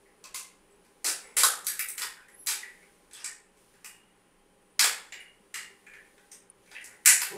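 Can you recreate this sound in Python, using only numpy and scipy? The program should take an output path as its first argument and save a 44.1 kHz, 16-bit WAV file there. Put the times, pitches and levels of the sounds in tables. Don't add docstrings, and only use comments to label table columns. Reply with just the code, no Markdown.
import sys
import numpy as np
from scipy import signal
from scipy.fft import rfft, irfft, next_fast_len
from scipy.io import wavfile

SR = 44100
rng = np.random.default_rng(int(sys.argv[2]) if len(sys.argv) > 2 else 0)


def wav_out(sig):
    wavfile.write(sys.argv[1], SR, np.round(np.clip(np.atleast_2d(sig).T, -1, 1) * 32767).astype(np.int16))


def nominal_scale(level):
    x = np.asarray(level, float) / 20
    return 10 ** x


N = 325007
FLUTTER_HZ = 57


def at_hz(points, hz):
    points = np.array(points)
    return np.interp(np.log(hz), np.log(points[:, 0]), points[:, 1])


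def rms_one(x):
    return x / np.sqrt(np.mean(x ** 2) + 1e-20)


def band(x, low_hz, high_hz):
    return signal.sosfilt(signal.butter(2, [low_hz, high_hz], "band", fs=SR, output="sos"), x)


def resonate(x, hz, width_hz):
    r = np.exp(-np.pi * width_hz / SR)
    zeros = np.array([1, 0, -1]) * (1 - r * r) / 2
    return signal.lfilter(zeros, [1, -2 * r * np.cos(2 * np.pi * hz / SR), r * r], x)


def coloured(x, spectrum):
    size = next_fast_len(len(x))
    hz = np.maximum(np.fft.rfftfreq(size, 1 / SR), 1)
    return irfft(rfft(x, size) * nominal_scale(at_hz(spectrum, hz)), size)[:len(x)]


def drift(rate_hz):
    r = np.exp(-2 * np.pi * rate_hz / SR)
    slow = signal.lfilter([1], [1, -2 * r, r * r], rng.standard_normal(N + SR))
    return rms_one(slow[SR:])


def add(track, s, piece):
    i = int(s * SR)
    track[i:i + len(piece)] += piece[:N - i]


def bursts(lengths_s, per_s, spread_db, first_db):
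    t = np.arange(6000) / SR
    draw = rng.random((len(lengths_s), 3, len(t)))
    occurs = draw[:, 0] < per_s / SR
    slips = occurs * nominal_scale(-spread_db * np.log(draw[:, 1] + 0.0042)) * np.sign(draw[:, 2] - .5)
    slips = slips * np.exp(-(t / np.clip(lengths_s, 1e-4, .11)[:, None]) ** 4)
    slips[:, 0] = nominal_scale(first_db)
    return slips / np.sqrt(np.sum(slips ** 2, axis=1, keepdims=True))


def snaps():
    # (time [s], peak [dB], then thump, body and edge [dB re peak])
    creases = [(0.2393, -29.5, -30, -39, -11), (0.344, -21.5, -32.5, -28.5, -5.5),
               (1.0435, -19.5, -21.5, -26, -9.5), (1.3677, -17.5, -13.5, -12, -5.5),
               (1.433, -8, -23, -21, -4.5), (1.6665, -21.5, -44, -16.5, -0.5), (1.792, -26, -41, -2, 1),
               (1.885, -39, -35, -10, 9), (1.9792, -27.5, -39, -7.5, -10),
               (2.018, -20.5, -33.5, -15.5, -18.5), (2.4694, -21, -32, -15.5, -2.5),
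               (3.1322, -39.5, -36.5, -25, 2), (3.243, -31.5, -23.5, -17, 5),
               (3.8443, -35, -18.5, -14, -5.5), (4.7925, -5.5, -29.5, -16.5, -12.5),
               (4.841, -14, -17, -12, -4.5), (5.1256, -38.5, -48, -3, -13),
               (5.5413, -30.5, -31.5, -1, -3.5), (6.316, -47.5, -31, -7, 1), (6.7136, -38, -19, -15, -14),
               (7.0576, -9.5, -25, -6.5, 0.5), (7.0735, -31.5, -44, 15, 1), (7.203, -28, -21, -12.5, -7),
               (7.2164, -22, -20.5, -13, -4.5)]
    # (time [s], peak [dB], body and edge [dB re peak])
    crackles = [(0.8476, -57.5, -8, -5), (1.645, -37.5, -29, -5), (2.2833, -63.5, 1, 4),
                (2.4615, -46, -4, 14.5), (2.828, -59.5, 2.5, -11), (3.1103, -49, -9, -1),
                (3.5714, -60, -7, -3), (3.7382, -58.5, -3, -5.5), (5.202, -61.5, 19.5, 2),
                (5.4375, -69, -7, -4), (5.8656, -56, 9, -1), (5.9357, -50, 4.5, -6), (6.0482, -62, 3, -6),
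                (6.179, -53, -4, -10), (6.66, -56.5, -7, -9), (6.8112, -51, 3.5, -6),
                (6.842, -45, -23, 8.5), (7.05, -38.5, 0, 1)]
    crackle_thump_db, top_re_edge_db = -20, -3.5
    rows = creases + [(s, db, crackle_thump_db, body, edge) for s, db, body, edge in crackles]
    s, db, thump, body, edge = np.transpose(rows)
    slips = bursts(np.full(len(s), .003), per_s=2500, spread_db=2.0, first_db=20)
    top = db + edge + top_re_edge_db + top_db(s)
    return through_film(s, slips, np.c_[db + thump, db + body, db - 12.0, db + edge, top])


def tears():
    # (time [s], peak [dB], body and edge [dB re peak], length [s])
    rips = [(0.2355, -49, -2.5, -26, 0.041), (0.34, -28.5, -27, -0.5, 0.065),
            (1.0436, -16.5, -16, -4, 0.058), (1.365, -13.5, -16, -1.5, 0.052), (1.663, -34, -14.5, 0, 0.14),
            (1.79, -48, -27, -13, 0.021), (1.9729, -39, -4.5, 6.5, 0.073), (2.011, -37, 2.5, -31, 0.019),
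            (2.468, -21, -12.5, -3, 0.062), (3.136, -38.5, -9.5, -1, 0.16), (3.24, -37.5, -8, 2, 0.032),
            (3.8495, -47.5, -9.5, 4.5, 0.022), (4.7932, -15.5, -13, -1.5, 0.067),
            (5.1204, -33, -11, -36, 0.0071), (5.5384, -30, -16, -7.5, 0.075), (6.314, -51.5, -11, 8, 0.032),
            (6.709, -47, -1.5, -15, 0.046), (6.8417, -66, 18, 17, 0.12), (7.058, -11, -16.5, 2, 0.055),
            (7.2085, -34, -7.5, -14, 0.094)]
    top_re_edge_db = -6.5
    s, db, body, edge, length = np.transpose(rips)
    slips = bursts(length, per_s=5000, spread_db=4.0, first_db=3.0)
    top = db + edge + top_re_edge_db + top_db(s)
    return through_film(s, slips, np.c_[db + body - 9.0, db + body, db - 10.0, db + edge, top])


def through_film(times, slips, band_db):
    # (frequency [Hz], density [dB per Hz])
    film_colour = [(120, -55.5), (200, -27.5), (322, -34), (509, -19.5), (635, -27), (968, -17.5),
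                   (1100, -14.5), (1870, 7.5), (2750, 4.5), (3130, 0.5), (3970, 2), (6400, -6),
                   (7410, -6.5), (13800, -5), (16000, -23)]
    colour_hz = [800, 2100, 4500, 8000, 13000]
    band_width_hz = [800, 1900, 2800, 4500, 5000]
    mottle_db, mottle_hz = 2.5, np.geomspace(500, 16000, 22)
    out = np.zeros(N)
    hz = np.maximum(np.fft.rfftfreq(8192, 1 / SR), 1)
    width_db = 10 * np.log10(np.array(band_width_hz) * 2 / SR)
    tilts = band_db - width_db - at_hz(film_colour, colour_hz)
    mottle = mottle_db * rng.standard_normal((len(times), len(mottle_hz)))
    for s, piece, tilt, patches in zip(times, slips, tilts, mottle):
        gain_db = at_hz(film_colour, hz) + at_hz(np.c_[colour_hz, tilt], hz)
        gain_db = gain_db + at_hz(np.c_[mottle_hz, patches], hz) + hollows(s, hz)
        shaped = irfft(rfft(piece, 8192) * nominal_scale(gain_db))
        add(out, s - 200 / SR, np.roll(shaped, 256))
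    return out


def hollows(s, hz):
    # (time [s], palm, knuckle and finger hollows [dB])
    grip = [(.24, 6.5, -6, -1.5), (.34, -1, -4, 0.6), (1.045, 1.5, -0.5, -5), (1.367, -8.5, -6.5, 1),
            (1.433, -1.5, -2.5, 3), (1.67, -20, 4.5, 0), (1.79, -5, 0.5, -5), (1.98, -12.5, 2.5, -0.5),
            (2.47, -8.5, 1, 1.5), (3.13, 2, 0.2, 0), (3.24, -22, 2, -4), (3.85, -16.5, -2, -3),
            (4.79, -4, -4, -2), (4.84, -11, 1, 2), (5.12, -0.8, -5.5, -1.2), (5.54, -9, 0, -2),
            (6.31, 9, -6, 0.5), (6.71, 4.5, -7, -0.5), (7.058, -11, -7, -4.5), (7.21, -9, -5, 1)]
    # (time [s], lower, middle and upper sheen [dB])
    facing = [(.24, 0.5, -2, 1), (.34, -4, -4.5, 2), (1.045, 2.5, -0.1, 0.5), (1.367, -0.5, 0.7, 2),
              (1.433, -0.5, 0.3, -5), (1.67, 0, 0.5, -2.5), (1.79, -0.7, -3.5, -1), (1.885, 2.5, -4.5, 0),
              (1.98, 2.5, 4, 4.5), (2.47, 3, 0.3, -1), (3.13, 0, -1.5, 0.1), (3.24, 0.5, -3.5, -1.8),
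              (3.85, 0.5, 1, -0.2), (4.79, 1, -0.5, -1), (5.12, -1, -3, 3), (5.54, -0.3, -0.5, 1),
              (6.31, -2.5, -4, -3.5), (6.71, 0, -1.8, 1), (6.84, 0, -3, 1), (7.058, 2.3, 0.5, -2.5),
              (7.21, 3, 1.5, 1.5)]
    hollow_hz = [580, 1200, 3400]
    sheen_hz = [5000, 7900, 12500]
    width_octaves = 0.2
    colour = 0
    for rows, centres in (grip, hollow_hz), (facing, sheen_hz):
        times, *depths = np.transpose(rows)
        for db, centre in zip(depths, centres):
            bump = np.exp(-.5 * (np.log2(hz / centre) / width_octaves) ** 2)
            colour = colour + np.interp(s, times, db) * bump
    return colour


def top_db(s):
    # (time [s], gain of the very top [dB])
    taut = [(0.3, -13.5), (1.05, -1), (1.45, -4), (1.7, 0.5), (2.5, -1.5), (3.2, -17), (3.85, -2.5),
            (4.8, -3), (5.12, -4), (5.54, -9.5), (6.3, -6.5), (6.71, -8.5), (6.84, -13), (7.04, -2),
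            (7.2, -1)]
    return np.interp(s, *np.transpose(taut))


def creaks():
    # (time [s], peak [dB], pitch [Hz], width [Hz])
    folds = [(0.057, -42.5, 1970, 301), (0.2456, -38, 1080, 200), (0.345, -43, 980, 200),
             (1.4335, -18, 1150, 251), (1.6842, -20, 1850, 300), (1.7986, -19.5, 2290, 300),
             (2.16, -40, 1740, 300), (2.175, -36, 1490, 300), (2.285, -39, 1844, 400),
             (2.6338, -22.5, 1940, 149.4), (2.6694, -35, 2000, 200), (2.82, -40, 1965, 300),
             (3.17, -34, 2700, 200), (3.242, -27.5, 2325, 150), (3.2902, -32, 1860, 120),
             (5.128, -34.5, 2120, 301), (5.18, -35, 2345, 300), (5.575, -22, 2006, 250),
             (5.8662, -33, 2280, 200), (5.8665, -30, 1780, 200), (5.9369, -38, 2400, 120),
             (5.945, -27.5, 1800, 171), (6.167, -44, 1830, 300), (6.676, -39, 2270, 300),
             (6.752, -21, 1880, 250), (6.766, -29, 2190, 300), (6.8185, -47, 1860, 300),
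             (6.8994, -53, 1940, 300), (6.9845, -48, 2010, 300), (7.2194, -23, 2120, 300)]
    # (time [s], peak [dB], pitch [Hz], burst length [s])
    ticks = [(0.237, -53, 6900, .002), (.344, -44, 5840, .002), (.345, -38, 1100, 0.0087),
             (0.351, -27.5, 2510, 0.025), (1.05, -26.5, 273, 0.0016), (1.432, -30, 4400, .002),
             (1.434, -8, 10100, 0.0016), (1.434, -8, 1190, 0.0034), (1.433, -45, 120, 0.0043),
             (1.793, -17, 5180, .0023), (2.637, -27, 1980, 0.0041), (3.138, -31, 3400, 0.044),
             (3.843, -37, 5520, .0016), (4.791, -6.5, 4420, 0.042), (4.794, -31.5, 200, 0.005),
             (5.122, -26.5, 7180, 0.0019), (5.123, -44, 4500, .005), (5.201, -37, 9600, .002),
             (6.316, -30.5, 5890, 0.0037), (6.317, -27, 8770, 0.0039), (6.714, -43, 4700, 0.0037),
             (6.75, -23.5, 2490, 0.0059), (6.761, -28.5, 2840, 0.013), (6.812, -36, 9200, .002),
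             (7.215, -24, 980, 0.0023)]
    creak_s, tick_width_hz, tick_damping = 0.014, 340, 0.057
    floor, ceiling = .78, 1.4
    rows = [(s, db, hz, width_hz, creak_s) for s, db, hz, width_hz in folds]
    rows += [(s, db, hz, tick_width_hz + tick_damping * hz, length) for s, db, hz, length in ticks]
    rows = np.array(rows)
    out = np.zeros(N)
    slips = bursts(rows[:, 4], per_s=780, spread_db=2.5, first_db=8.0)
    for (s, db, hz, width_hz, _), piece in zip(rows, slips):
        rung = resonate(resonate(piece, hz, 2 * width_hz), hz, width_hz)
        rung = signal.sosfilt(signal.butter(4, floor * hz, "high", fs=SR, output="sos"), rung)
        rung = signal.sosfilt(signal.butter(4, ceiling * hz, fs=SR, output="sos"), rung)
        add(out, s, nominal_scale(db - 18.5) * rung / np.linalg.norm(rung))
    return out


def pops():
    # (time [s], peak [dB], pitch [Hz], T60 [s])
    facets = [(1.4338, -17.5, 1085.5, 0.091), (1.4342, -22.5, 1500, 0.12), (1.4345, -14.5, 4800, 0.033),
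              (1.046, -27.5, 1950, .04), (1.44, -21, 1050, 0.064), (1.442, -14, 3944, 0.036),
              (1.455, -21, 1250, 0.045), (1.052, -24, 4200, 0.023), (1.066, -19, 4300, 0.017),
              (1.083, -21, 4400, .012), (4.7935, -13, 5900, .012), (4.826, -16.5, 3910, 0.024),
              (4.829, -18, 1650, 0.047), (4.811, -22.5, 1400, .06), (4.836, -23.5, 1850, .04),
              (4.844, -28, 720, 0.05), (5.4, -45, 200, .06), (4.841, -11, 7210, .015),
              (7.0752, -17, 2021, 0.038), (7.097, -10.5, 1973, 0.054), (7.2175, -20, 5040, .012),
              (7.22, -30, 980, 0.085), (2.633, -31, 1930, 0.11), (2.286, -46, 1800, 0.044),
              (.346, -36, 1060, .05), (6.5, -34, 9600, 0.022), (5.123, -37, 7200, .03),
              (5.124, -43, 2850, .03), (4.793, -21, 4100, .02), (6.842, -38, 8800, .02),
              (3.306, -40, 2100, 0.044), (4.812, -25, 3000, .015), (4.843, -21, 4400, .015),
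              (1.798, -28, 1800, 0.045), (2.488, -28.5, 1850, 0.034), (1.433, -47.5, 110, .05),
              (1.434, -45, 500, .03), (4.8, -60, 190, .09), (4.845, -53, 130, .09),
              (7.078, -17, 2800, 0.043), (7.11, -22, 3100, .04)]
    out, t = np.zeros(N), np.arange(4096) / SR
    for s, db, hz, t60 in facets:
        onset = np.minimum(t * hz / 2, 1)
        add(out, s, nominal_scale(db - 60 * t / t60) * np.sin(2 * np.pi * hz * t) * onset)
    return out


def squeaks():
    # (start [s], length [s], pitch [Hz], width [Hz], level [dB])
    rings = [(.24, .15, 1080, 90, -54), (.24, .25, 2600, 120, -55), (.344, .3, 1060, 90, -50),
             (.344, .3, 2100, 110, -48), (.344, .25, 2600, 120, -52), (.71, .16, 7900, 300, -68),
             (1.45, .3, 1220, 160, -36), (1.55, .15, 1000, 60, -52), (1.05, .1, 8100, 700, -31),
             (5.545, .22, 1250, 200, -49), (5.59, .12, 2100, 90, -47), (5.93, .22, 1720, 110, -51),
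             (3.14, .18, 3380, 180, -51), (1.046, .16, 2150, 300, -39), (1.046, .13, 1250, 200, -45),
             (1.05, .14, 500, 150, -51), (1.368, .07, 400, 100, -49), (1.368, .06, 800, 100, -48),
             (3.245, .2, 2900, 150, -54), (3.243, .1, 2380, 110, -46), (4.85, .14, 850, 120, -47),
             (6.71, .15, 9400, 300, -62), (2.6, .25, 9250, 100, -72), (2.631, .1, 1940, 130, -40),
             (6.75, .12, 2400, 700, -43), (2.74, .2, 1950, 250, -57), (2.17, .22, 1550, 250, -55),
             (6.84, .2, 4800, 1200, -57), (3.846, .4, 2860, 60, -54), (3.846, .25, 2500, 250, -52),
             (5.123, .36, 2860, 80, -46), (5.123, .26, 2300, 200, -48), (5.54, .32, 2830, 90, -45),
             (3.27, .23, 1830, 80, -48), (6.314, .15, 5900, 200, -54), (6.314, .16, 8700, 200, -54),
             (5.865, .3, 2400, 90, -52), (6.84, .25, 9250, 120, -54)]
    # (start [s], length [s], pitch [Hz], width [Hz],
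    # level [dB])
    rubs = [(.5, .5, 10350, 150, -79), (1.2, .17, 480, 100, -59), (1.2, .16, 830, 50, -64),
            (2.21, .07, 2450, 160, -63), (2.25, .13, 1800, 600, -60), (6.95, .1, 810, 50, -64),
            (1.16, .21, 7820, 50, -60), (1.17, .2, 10400, 50, -59), (1.2, .18, 2100, 300, -55),
            (1.2, .18, 1200, 500, -61), (2.31, .2, 10900, 45, -49), (2.35, .14, 11950, 110, -58),
            (2.37, .09, 5670, 110, -69), (4.2, .5, 3120, 40, -82)]
    noise, out = rng.standard_normal(N), np.zeros(N)
    # small peaks early, 1 in the middle; rings also fade [dB] and throb with the echoes
    for rows, swell, fade_db, throb in (rings, .22, 15, .45), (rubs, .9, 0, 0):
        for start, length, hz, width_hz, db in rows:
            phase = np.arange(int(length * SR)) / (length * SR)
            rubbing = noise[int(start * SR):][:SR // 2]
            rung = resonate(resonate(rubbing, hz, 2 * width_hz), hz, width_hz)
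            shape = np.sin(np.pi * phase ** swell) * nominal_scale(db - fade_db * phase)
            shape = shape * (1 + throb * np.cos(2 * np.pi * FLUTTER_HZ * length * phase))
            add(out, start, shape * rms_one(rung)[-len(phase):])
    return out


def room(x):
    # (frequency [Hz], T60 [s])
    room_t60 = [(300, 0.42), (1000, 0.48), (2500, 0.38), (5000, 0.28), (9000, 0.3), (15000, 0.22)]
    late_db, late_stretch = -29.5, 2.7
    hold_s, first_echo_s, flutter_depth = 0.0019, 0.006, 0.22
    direct_db, direct_s, sheen = 8.5, 0.0025, .04
    t = np.arange(int(.9 * SR)) / SR
    aged = np.sqrt(t ** 2 + hold_s ** 2) - hold_s
    edges = np.geomspace(120, 19500, 16)
    white, tail = rng.standard_normal((2, len(t))), 0
    for k, (low, high) in enumerate(zip(edges, edges[1:])):
        fall_db = -60 * aged / at_hz(room_t60, np.sqrt(low * high))
        decay = nominal_scale(fall_db) + nominal_scale(late_db + fall_db / late_stretch)
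        tail = tail + band(white[k % 2], low, high) * decay
    tail = tail * np.clip(t / first_echo_s, 0, 1)
    tail = tail * (1 + flutter_depth * np.cos(2 * np.pi * FLUTTER_HZ * t))
    smear = rfft(white[0, :512] * np.exp(-(t[:512] / direct_s) ** 2))
    size = np.abs(smear)
    direct = signal.lfilter([1, -sheen], 1, irfft(smear / size ** .8)) / np.mean(size) ** .2
    tail[:512] += nominal_scale(direct_db + 15.0) * direct
    return signal.fftconvolve(x, tail)[:N]


def through_modes(modes):
    noise, total = rng.standard_normal(N), 0
    for k, (hz, width_hz, db) in enumerate(modes):
        rung = resonate(resonate(noise, hz, 3 * width_hz), hz, width_hz)
        total = total + (-1) ** k * nominal_scale(db) * rms_one(rung)
    return rms_one(total)


def street():
    # (frequency [Hz], width [Hz], level [dB])
    cross_modes = [(50.5, 12, -6), (182.4, 6.3, -4), (244, 13, -7), (308, 37, -0.5), (397, 42, 4.5),
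                   (528, 120, 3.5), (817.5, 22, -2), (800, 10, -4), (398.3, 7.3, -4.5), (1010, 86, -2)]
    # (frequency [Hz], width [Hz], level [dB])
    thud_modes = [(171, 23, -8), (382, 42, 1.5), (543, 82, -12.5), (785, 60, -12), (980, 50, -13)]
    # (time [s], level [dB])
    thud_level = [
        (7.27, -67),
        (7.28, -88),
        (7.318, -41),
        (7.352, -38),
        (7.37, -32.5),
    ]
    # (time [s], level [dB])
    traffic = [(0, 1), (.9, 0.5), (1.3, 2.5), (2.4, 1), (3.0, 1), (3.6, -2), (4.6, -1), (5.3, 1),
               (6.4, 0.5), (7.37, -0.5)]
    t = np.arange(N) / SR
    thud = nominal_scale(np.interp(t, *np.transpose(thud_level), left=-120)) * through_modes(thud_modes)
    hum_db = -63 + np.interp(t, *np.transpose(traffic)) + .5 * drift(2.7)
    return nominal_scale(hum_db) * through_modes(cross_modes) + thud


def hiss():
    # (frequency [Hz], density [dB per Hz])
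    floor_colour = [(12, -29.5), (20, 5), (60, -12.5), (81, -29), (120, -4), (150, -15.5), (172, -1.5),
                    (399, -14.5), (607, -22.5), (780, -10.5), (1370, -13), (3070, -15.5), (3740, -21.5),
                    (9400, -22.5), (16000, -39)]
    # (frequency [Hz], density [dB per Hz])
    air_colour = [(1760, -31.5), (3000, -7), (3240, -10.5), (3700, -9), (5650, -9), (6540, -8.5),
                  (7880, -9), (8510, -8.5), (9580, -0.5), (11000, -11), (14300, -14), (15800, -26.5)]
    # (time [s], level of the upper hiss [dB])
    rustle = [(0, -68), (.5, -71), (1.3, -64.5), (2.301, -68.5), (2.7, -62), (3.0, -65.5), (3.501, -73.5),
              (3.62, -63.5), (3.8, -66), (4.05, -71.5), (4.78, -71), (5.1, -72), (5.8, -66), (6.28, -65),
              (6.5, -74.5), (6.751, -59), (6.999, -65.5), (7.37, -54)]
    # (frequency [Hz], width [Hz], level [dB])
    whine_modes = [(7810, 60, -6), (8180, 90, -7), (8530, 60, -7), (8890, 50, -4), (9230, 55, 0),
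                   (9570, 50, -1), (9960, 70, -3), (10300, 90, -5)]
    low = band(rms_one(coloured(rng.standard_normal(N), floor_colour)), 10, 3300)
    rustle_db = np.interp(np.arange(N) / SR, *np.transpose(rustle))
    air = nominal_scale(rustle_db) * rms_one(coloured(rng.standard_normal(N), air_colour))
    whine = nominal_scale(-75 + 1.5 * drift(1.5)) * through_modes(whine_modes)
    return nominal_scale(-61.5 - 1.5 + 0.56 * drift(2.3)) * low + air + whine


def scene():
    film = band(band(snaps() + tears(), 420.0, 20000), 300.0, 16000) + creaks()
    return (room(film) + pops() + squeaks() + street() + hiss())[None]


def roll_off(x):
    return signal.sosfilt(signal.butter(12, 16790, fs=SR, output="sos"), x)


def record(dry):
    linear = dry * 0.665
    rounded = 0.88 * np.tanh(dry / 1.323)
    heard = linear + band(rounded - linear, 700, 20000)
    top_hz, leak_db = 15680, -26
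    edge = [(11000, 0), (13300, -2), (15200, 4), (top_hz, 4), (top_hz + 120, leak_db)]
    return roll_off(coloured(heard[0], edge)[None])


dry = scene()
out = record(dry)
wav_out(out)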